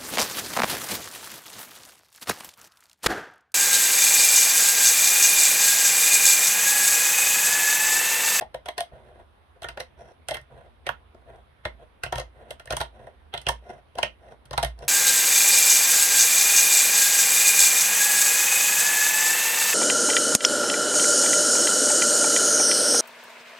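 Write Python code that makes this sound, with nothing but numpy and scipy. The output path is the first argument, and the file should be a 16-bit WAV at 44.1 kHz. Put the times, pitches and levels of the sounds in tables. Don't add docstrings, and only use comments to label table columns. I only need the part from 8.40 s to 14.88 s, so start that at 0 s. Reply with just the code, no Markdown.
import sys
import numpy as np
from scipy import signal
from scipy.fft import rfft, irfft, next_fast_len
from scipy.io import wavfile
from scipy.ndimage import uniform_filter1d, map_coordinates

SR = 44100
rng = np.random.default_rng(int(sys.argv[2]) if len(sys.argv) > 2 else 0)


def rack_gain(trim_db):
    fader = np.asarray(trim_db, float)
    return 10 ** (fader / 20)


def to_wav(s):
    ch = np.atleast_2d(s).T
    pcm = np.round(np.clip(ch, -1, 1) * 32767)
    wavfile.write(sys.argv[1], SR, pcm.astype(np.int16))


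N = 285768

# start_s, strength_db, brightness_db_per_octave,
# spot_hz (where the board rings most), thump_db (push on the table)
SNAPS = [(0.0101, -46, -4.5, 700, -72), (0.0188, -43, -7, 700, -48), (0.1437, -39, -4.5, 507, -48.5),
         (0.2581, -46, -3.5, 503, -52), (0.2852, -40, -2.5, 700, -74), (0.379, -38, -1.9, 700, -51),
         (0.405, -36, -0.85, 700, -52), (1.1617, -72, -14, 494, -73), (1.2188, -50.5, -3.2, 700, -49),
         (1.23, -54.5, -0.5, 2900, -55), (1.2425, -40, -5.5, 1400, -52), (1.253, -66, -16, 3000, -44),
         (1.2858, -42.5, -3.5, 1300, -48), (1.3728, -42.5, -7.5, 510, -53), (1.401, -39, -1.5, 490, -46),
         (1.8853, -39.5, -1.5, 463, -45), (1.8954, -55, -2.0, 1850, -56), (1.9095, -38, -3, 700, -41.5),
         (1.9255, -54, -12, 1920, -60), (1.9426, -45.5, -0.1, 516, -48), (1.9521, -45, -7, 1900, -55),
         (1.9685, -47, -2.5, 1780, -45), (2.013, -80, 2.7, 700, -48), (2.4659, -37.5, -4, 1920, -45),
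         (2.4902, -31, -3.6, 1290, -42), (2.7467, -62.5, -17, 1390, -55.5), (2.9594, -71, -2.5, 700, -53),
         (3.252, -34, -4.5, 1780, -34), (3.2634, -57.5, -19.5, 1920, -33.5),
         (3.6351, -38.5, -2.2, 1470, -38.5), (3.6611, -43, -5.5, 2740, -35),
         (3.7238, -32.5, -4.5, 1050, -38), (3.7403, -59, -4.7, 980, -47), (3.7556, -43, -2.2, 1010, -32),
         (3.7801, -39, -1.5, 700, -33), (3.7975, -38.5, -5, 5260, -41.5), (4.106, -44, -0.9, 536, -49),
         (4.1964, -53, -3, 1410, -62), (4.2561, -58, -1.5, 480, -56), (4.2733, -51.5, -3.5, 1890, -46),
         (4.305, -36.5, -3, 494, -37), (4.3236, -39, -2, 1370, -32.5), (4.3318, -38, -7, 3040, -41),
         (4.3664, -40, -0.45, 980, -35.5), (4.4016, -40, -2.5, 1320, -33),
         (4.4123, -34.5, -1.95, 960, -34.5), (4.9379, -37, -5, 3200, -42), (4.9477, -44, -6.5, 2930, -51),
         (4.9755, -47, -2, 2900, -45), (5.015, -62, 0.6, 500, -61), (5.0664, -32.5, -5.5, 3200, -31),
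         (5.0869, -30, -2, 940, -33), (5.0976, -58.5, -19, 700, -40), (5.5527, -51.5, -4, 500, -51),
         (5.5724, -61.5, -20, 700, -48), (5.585, -32, -4, 1030, -50), (5.6289, -30, -3.2, 2770, -38.5),
         (6.0547, -72.5, 2, 1380, -49.5), (6.109, -43, -3.5, 490, -37), (6.131, -40, -4, 1010, -39),
         (6.1768, -29.5, -2.37, 1020, -30.5), (6.2272, -33.5, -0.75, 465, -34),
         (6.233, -35.5, -3, 700, -33.5), (6.2467, -40, -0.1, 990, -30), (6.3895, -64.5, -0.5, 990, -49),
         (6.448, -70, 1, 700, -43)]
# centre_hz, width_hz, level_db
TABLE_MODES = [(57.2, 4.3, 7.5), (131.6, 13.8, 0.5)]
# centre_hz, width_hz, level_db
BOARD_MODES = [(218.2, 10.3, -5.5), (366.2, 57, 2), (511.6, 64, 12), (612.6, 42, 17), (696, 53, 20),
               (842, 53, 11.5), (942.3, 26.4, 16), (1055, 90, 11), (1424, 112, 16), (1694, 135, 12),
               (1848, 27, 20), (2073, 50, 21), (2270, 273, 7), (2720, 350, 14.5), (3240, 254, 18.5),
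               (4040, 630, 14), (5990, 1630, 7), (7190, 1260, -5), (9040, 1870, 15.5), (11530, 6900, 5),
               (13600, 1000, -3.5)]
# frequency_hz, likeness (-1 to 1)
BOARD_LIKENESS = [(700, 1), (1200, 0.16), (1800, 1), (4000, 0.16), (10000, 0.057)]


def unit(x):
    return x / np.sqrt(np.mean(x ** 2) + 1e-20)


def along(points, hz):
    f, v = np.transpose(points)
    return np.interp(np.log(hz + 1), np.log(f + 1), v)


def wobble(rate):
    knots = rng.standard_normal(int(N * rate / SR) + 4)
    return map_coordinates(knots, [np.arange(N) * rate / SR])


def filtered(x, response):
    n = x.shape[-1]
    m = next_fast_len(n + SR // 5)
    return irfft(rfft(x, m) * response(np.fft.rfftfreq(m, 1 / SR)), m)[..., :n]


def rung(x, modes):
    def response(f):
        total = 0
        for k, (centre, width, db) in enumerate(modes):
            damping = 1j * f * width
            total = total + (-1) ** k * rack_gain(db) * damping / (centre * centre - f * f + damping)
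        return total
    return filtered(x, response)


def pair(noise, alike):
    def weights(hz):
        turn = np.arccos(np.clip(along(alike, hz), -1, 1)) / 2
        return np.array([np.cos(turn), np.sin(turn)])
    mid, side = filtered(noise, weights)
    return np.array([mid + side, mid - side])


def hush():
    # frequency_hz, density_db
    room_spectrum = [(15, -33), (25, -23), (70, -2.5), (87, -3.5), (108, -47), (195, -19.5), (293, -20.5),
                     (463, -21), (962, -21), (1560, -26.5), (2760, -32.5), (3520, -33), (7110, -57),
                     (10100, -38), (12500, -50), (15500, -56)]
    # frequency_hz, likeness (-1 to 1)
    room_likeness = [(60, 0.6), (240, 0.33), (950, -0.021), (3770, 0.08), (15000, 0.086)]
    z = signal.stft(rng.standard_normal((2, N)), nperseg=512)[2]
    patches = uniform_filter1d(rng.standard_normal(z.shape[1:]), size=8, axis=0)
    patches = uniform_filter1d(patches, size=12, axis=1)
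    air = signal.istft(z * rack_gain(1.3 * unit(patches)), nperseg=512)[1][:, :N]
    air = filtered(pair(air, room_likeness), lambda hz: rack_gain(along(room_spectrum, hz)))
    waver = rack_gain(2.5 * wobble(3))
    hum = rack_gain(-67.5) * waver * unit(rung(rng.standard_normal(N), TABLE_MODES))
    return rack_gain(-57 + 0.11 * wobble(2.2)) * unit(air) + hum


def fibres(rise_s, t60_s, linger_db, clump_db, creep_db, dull_hz):
    t = np.arange(SR // 5) / SR - .02
    after = np.maximum(t, 0)
    onset = 1 - np.exp(-after / rise_s)
    linger = onset * rack_gain(linger_db - 60 * after / 0.13)
    creep = rack_gain(creep_db - 60 * np.abs(t) / 0.043)
    clumps = rack_gain(clump_db * np.repeat(rng.standard_normal(len(t) // 30 + 1), 30)[:len(t)])
    crack, tear = clumps * rng.standard_normal((2, 2, len(t)))
    dull_tear = filtered((linger + creep) * tear, lambda hz: 1 / (1 + 1j * hz / dull_hz))
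    force = onset * rack_gain(-60 * after / t60_s) * crack + dull_tear
    force = force / np.linalg.norm(force, axis=1, keepdims=True)
    jolt = after * np.exp(-after / 0.00023)
    return force + rack_gain(-15.5) * jolt / np.linalg.norm(jolt)


def spot_colour(hz, bright, spot_hz):
    lift_db, lift_octaves = 8.5, 0.42
    return bright * np.log2(hz / 1000) + lift_db * np.exp(-(np.log2(hz / spot_hz) / lift_octaves) ** 2)


def snaps():
    # centre_hz, width_hz, level_db
    crushed_core = [(700, 530, 0), (2160, 930, -2.5), (3560, 700, -22.5)]
    burst_s = .03
    lone_creep_db, burst_creep_db = -25, -13
    scatter_db = 2
    out = np.zeros((2, N + SR))
    last_s = -1
    for s, strength_db, bright, spot_hz, _ in SNAPS:
        modes = [(hz, width, db + spot_colour(hz, bright, spot_hz) + scatter_db * chance)
                 for (hz, width, db), chance in zip(BOARD_MODES, rng.standard_normal(len(BOARD_MODES)))]
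        modes += [(hz, width, db + spot_colour(hz, bright, spot_hz)) for hz, width, db in crushed_core]
        creep_db = burst_creep_db if s - last_s < burst_s else lone_creep_db
        last_s = s
        force = fibres(rise_s=.0004, t60_s=0.022, linger_db=-19, clump_db=5.5, creep_db=creep_db, dull_hz=2600)
        force = pair(force, BOARD_LIKENESS)
        ring = rung(force, modes)
        response_size = np.linalg.norm(rung(signal.unit_impulse(force.shape[1]), modes))
        start = round(s * SR) + SR // 2 - SR // 50
        out[:, start:start + force.shape[1]] += (
            rack_gain(strength_db + 34) * response_size * ring / np.linalg.norm(ring))
    return out[:, SR // 2:][:, :N]


def table():
    blows = np.zeros(N)
    for s, *_, thump_db in SNAPS:
        blows[round(s * SR)] = rack_gain(thump_db + 55.0)
    push = signal.windows.hann(SR // 200)
    return rung(np.convolve(blows, push / push.sum())[:N], TABLE_MODES)


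def rubbing():
    # time_s, rub_db
    strokes = [
        [(0.51, -66), (0.516, -57), (0.538, -44), (0.544, -52), (0.814, -52), (0.86, -85)],
        [(1.56, -74), (1.578, -52), (1.612, -49), (1.722, -52.5), (1.726, -70), (1.78, -91)],
        [(2.09, -78), (2.106, -57), (2.144, -47), (2.284, -57), (2.314, -77), (2.32, -67)],
        [(2.76, -57), (2.768, -64), (2.866, -66), (2.882, -51.5), (3.008, -54.5), (3.07, -91)],
        [(3.37, -67), (3.372, -58.5), (3.428, -45), (3.456, -63.5), (3.464, -67), (3.48, -75)],
        [(3.93, -59), (3.99, -52.5), (4.008, -46), (4.066, -56), (4.09, -48)],
        [(4.52, -54), (4.536, -59), (4.544, -50.5), (4.668, -49.5), (4.754, -63.5), (4.8, -77)],
        [(5.21, -60.5), (5.308, -37.5), (5.322, -48), (5.394, -55), (5.426, -77), (5.43, -79)],
        [(5.78, -68), (5.788, -69), (5.798, -59.5), (5.922, -48.5), (5.984, -78.5), (5.99, -69)],
        [(6.37, -61.5), (6.38, -52), (6.394, -54.5), (6.43, -42), (6.466, -52), (6.48, -44)],
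    ]
    pivot_tightness = [-14, 5, -16, -18, -22, -16, -6, 1, 0, 4]
    # centre_hz, width_hz, level_db
    pivot_mode = [(5620, 250, 0)]
    hiss_db, hiss_grows, hiss_share = -70.5, 0.95, 0.15
    whistle_db, whistle_grows = -73, 1.3
    t, levels = np.arange(N) / SR, np.zeros((3, N))
    for stroke, tight_db in zip(strokes, pivot_tightness):
        s, db = np.transpose(stroke)
        touch = np.clip(np.minimum(t - s[0], s[-1] + 0.02 - t) / 0.017, 0, 1)
        rub_db = np.interp(t, s, db)
        swing_db = rub_db + 48
        levels += touch * rack_gain([rub_db,
                               hiss_db + hiss_grows * swing_db + hiss_share * tight_db,
                               whistle_db + whistle_grows * swing_db + tight_db])
    slips = rack_gain(3 * wobble(70) + 3 * wobble(400))

    def scrape(modes):
        return unit(rung(pair(slips * rng.standard_normal((2, N)), BOARD_LIKENESS), modes))

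    duller = [(hz, width, db - 10.64 * np.log2(hz / 700)) for hz, width, db in BOARD_MODES]
    shaking = scrape(duller) + rack_gain(-6.5) * scrape(TABLE_MODES)
    treble_modes = BOARD_MODES[-3:]
    edge_hiss = unit(rung(scrape(treble_modes), treble_modes))
    rub, hiss, whistle = levels
    return rub * shaking + hiss * edge_hiss + whistle * scrape(pivot_mode)


def walls(x):
    # frequency_hz, t60_s
    decay_times = [(100, 0.33), (700, 0.15), (3000, 0.17), (9000, 0.13), (13000, 0.11)]
    out, step = np.zeros((2, N + SR)), SR // 8
    for start in range(0, N, step):
        hz, t, z = signal.stft(rng.standard_normal((2, SR // 2)), SR, nperseg=256)
        decay = rack_gain(-60 * t / along(decay_times, hz)[:, None])
        tail = signal.istft(z * decay, SR, nperseg=256)[1]
        wet = signal.fftconvolve(x[:, start:start + step], tail / np.linalg.norm(tail[0]), axes=1)
        out[:, start + 200:start + 200 + wet.shape[1]] += wet
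    return out[:, :N]


def ports(x, log_gain):
    return filtered(x, lambda hz: np.exp([[.5], [-.5]] * log_gain(hz)))


def scene():
    # frequency_hz, left_lead_rad
    left_lead = [(800, 0.13), (1400, -2.6), (2100, 2.32), (3000, -2.1)]
    background = hush()
    near = ports(snaps() + rubbing(), lambda hz: 1j * along(left_lead, hz))
    return near + table() + rack_gain(-9.5) * walls(near) + background


def band_limit(x):
    return signal.sosfilt(signal.butter(12, 16660, fs=SR, output="sos"), x)


def record(dry):
    # frequency_hz, left_minus_right_db
    port_difference = [(60, -2), (200, -2), (400, 1), (900, 0), (1500, -4), (3800, -5), (4500, 2),
                       (6500, 10), (8800, -4), (10500, -1), (12500, 8)]
    top_hz = 15700
    coloured = ports(dry, lambda hz: np.log(rack_gain(along(port_difference, hz))))
    coloured = filtered(coloured, lambda hz: 1 / (1 + 1j * hz / 12000) ** 2)
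    coloured = coloured + rack_gain(-103) * rng.standard_normal(dry.shape)
    coloured = filtered(coloured, lambda hz: 1 / (1 + (hz / top_hz) ** 60))
    return band_limit(coloured)


dry = scene()
out = record(dry)
to_wav(out)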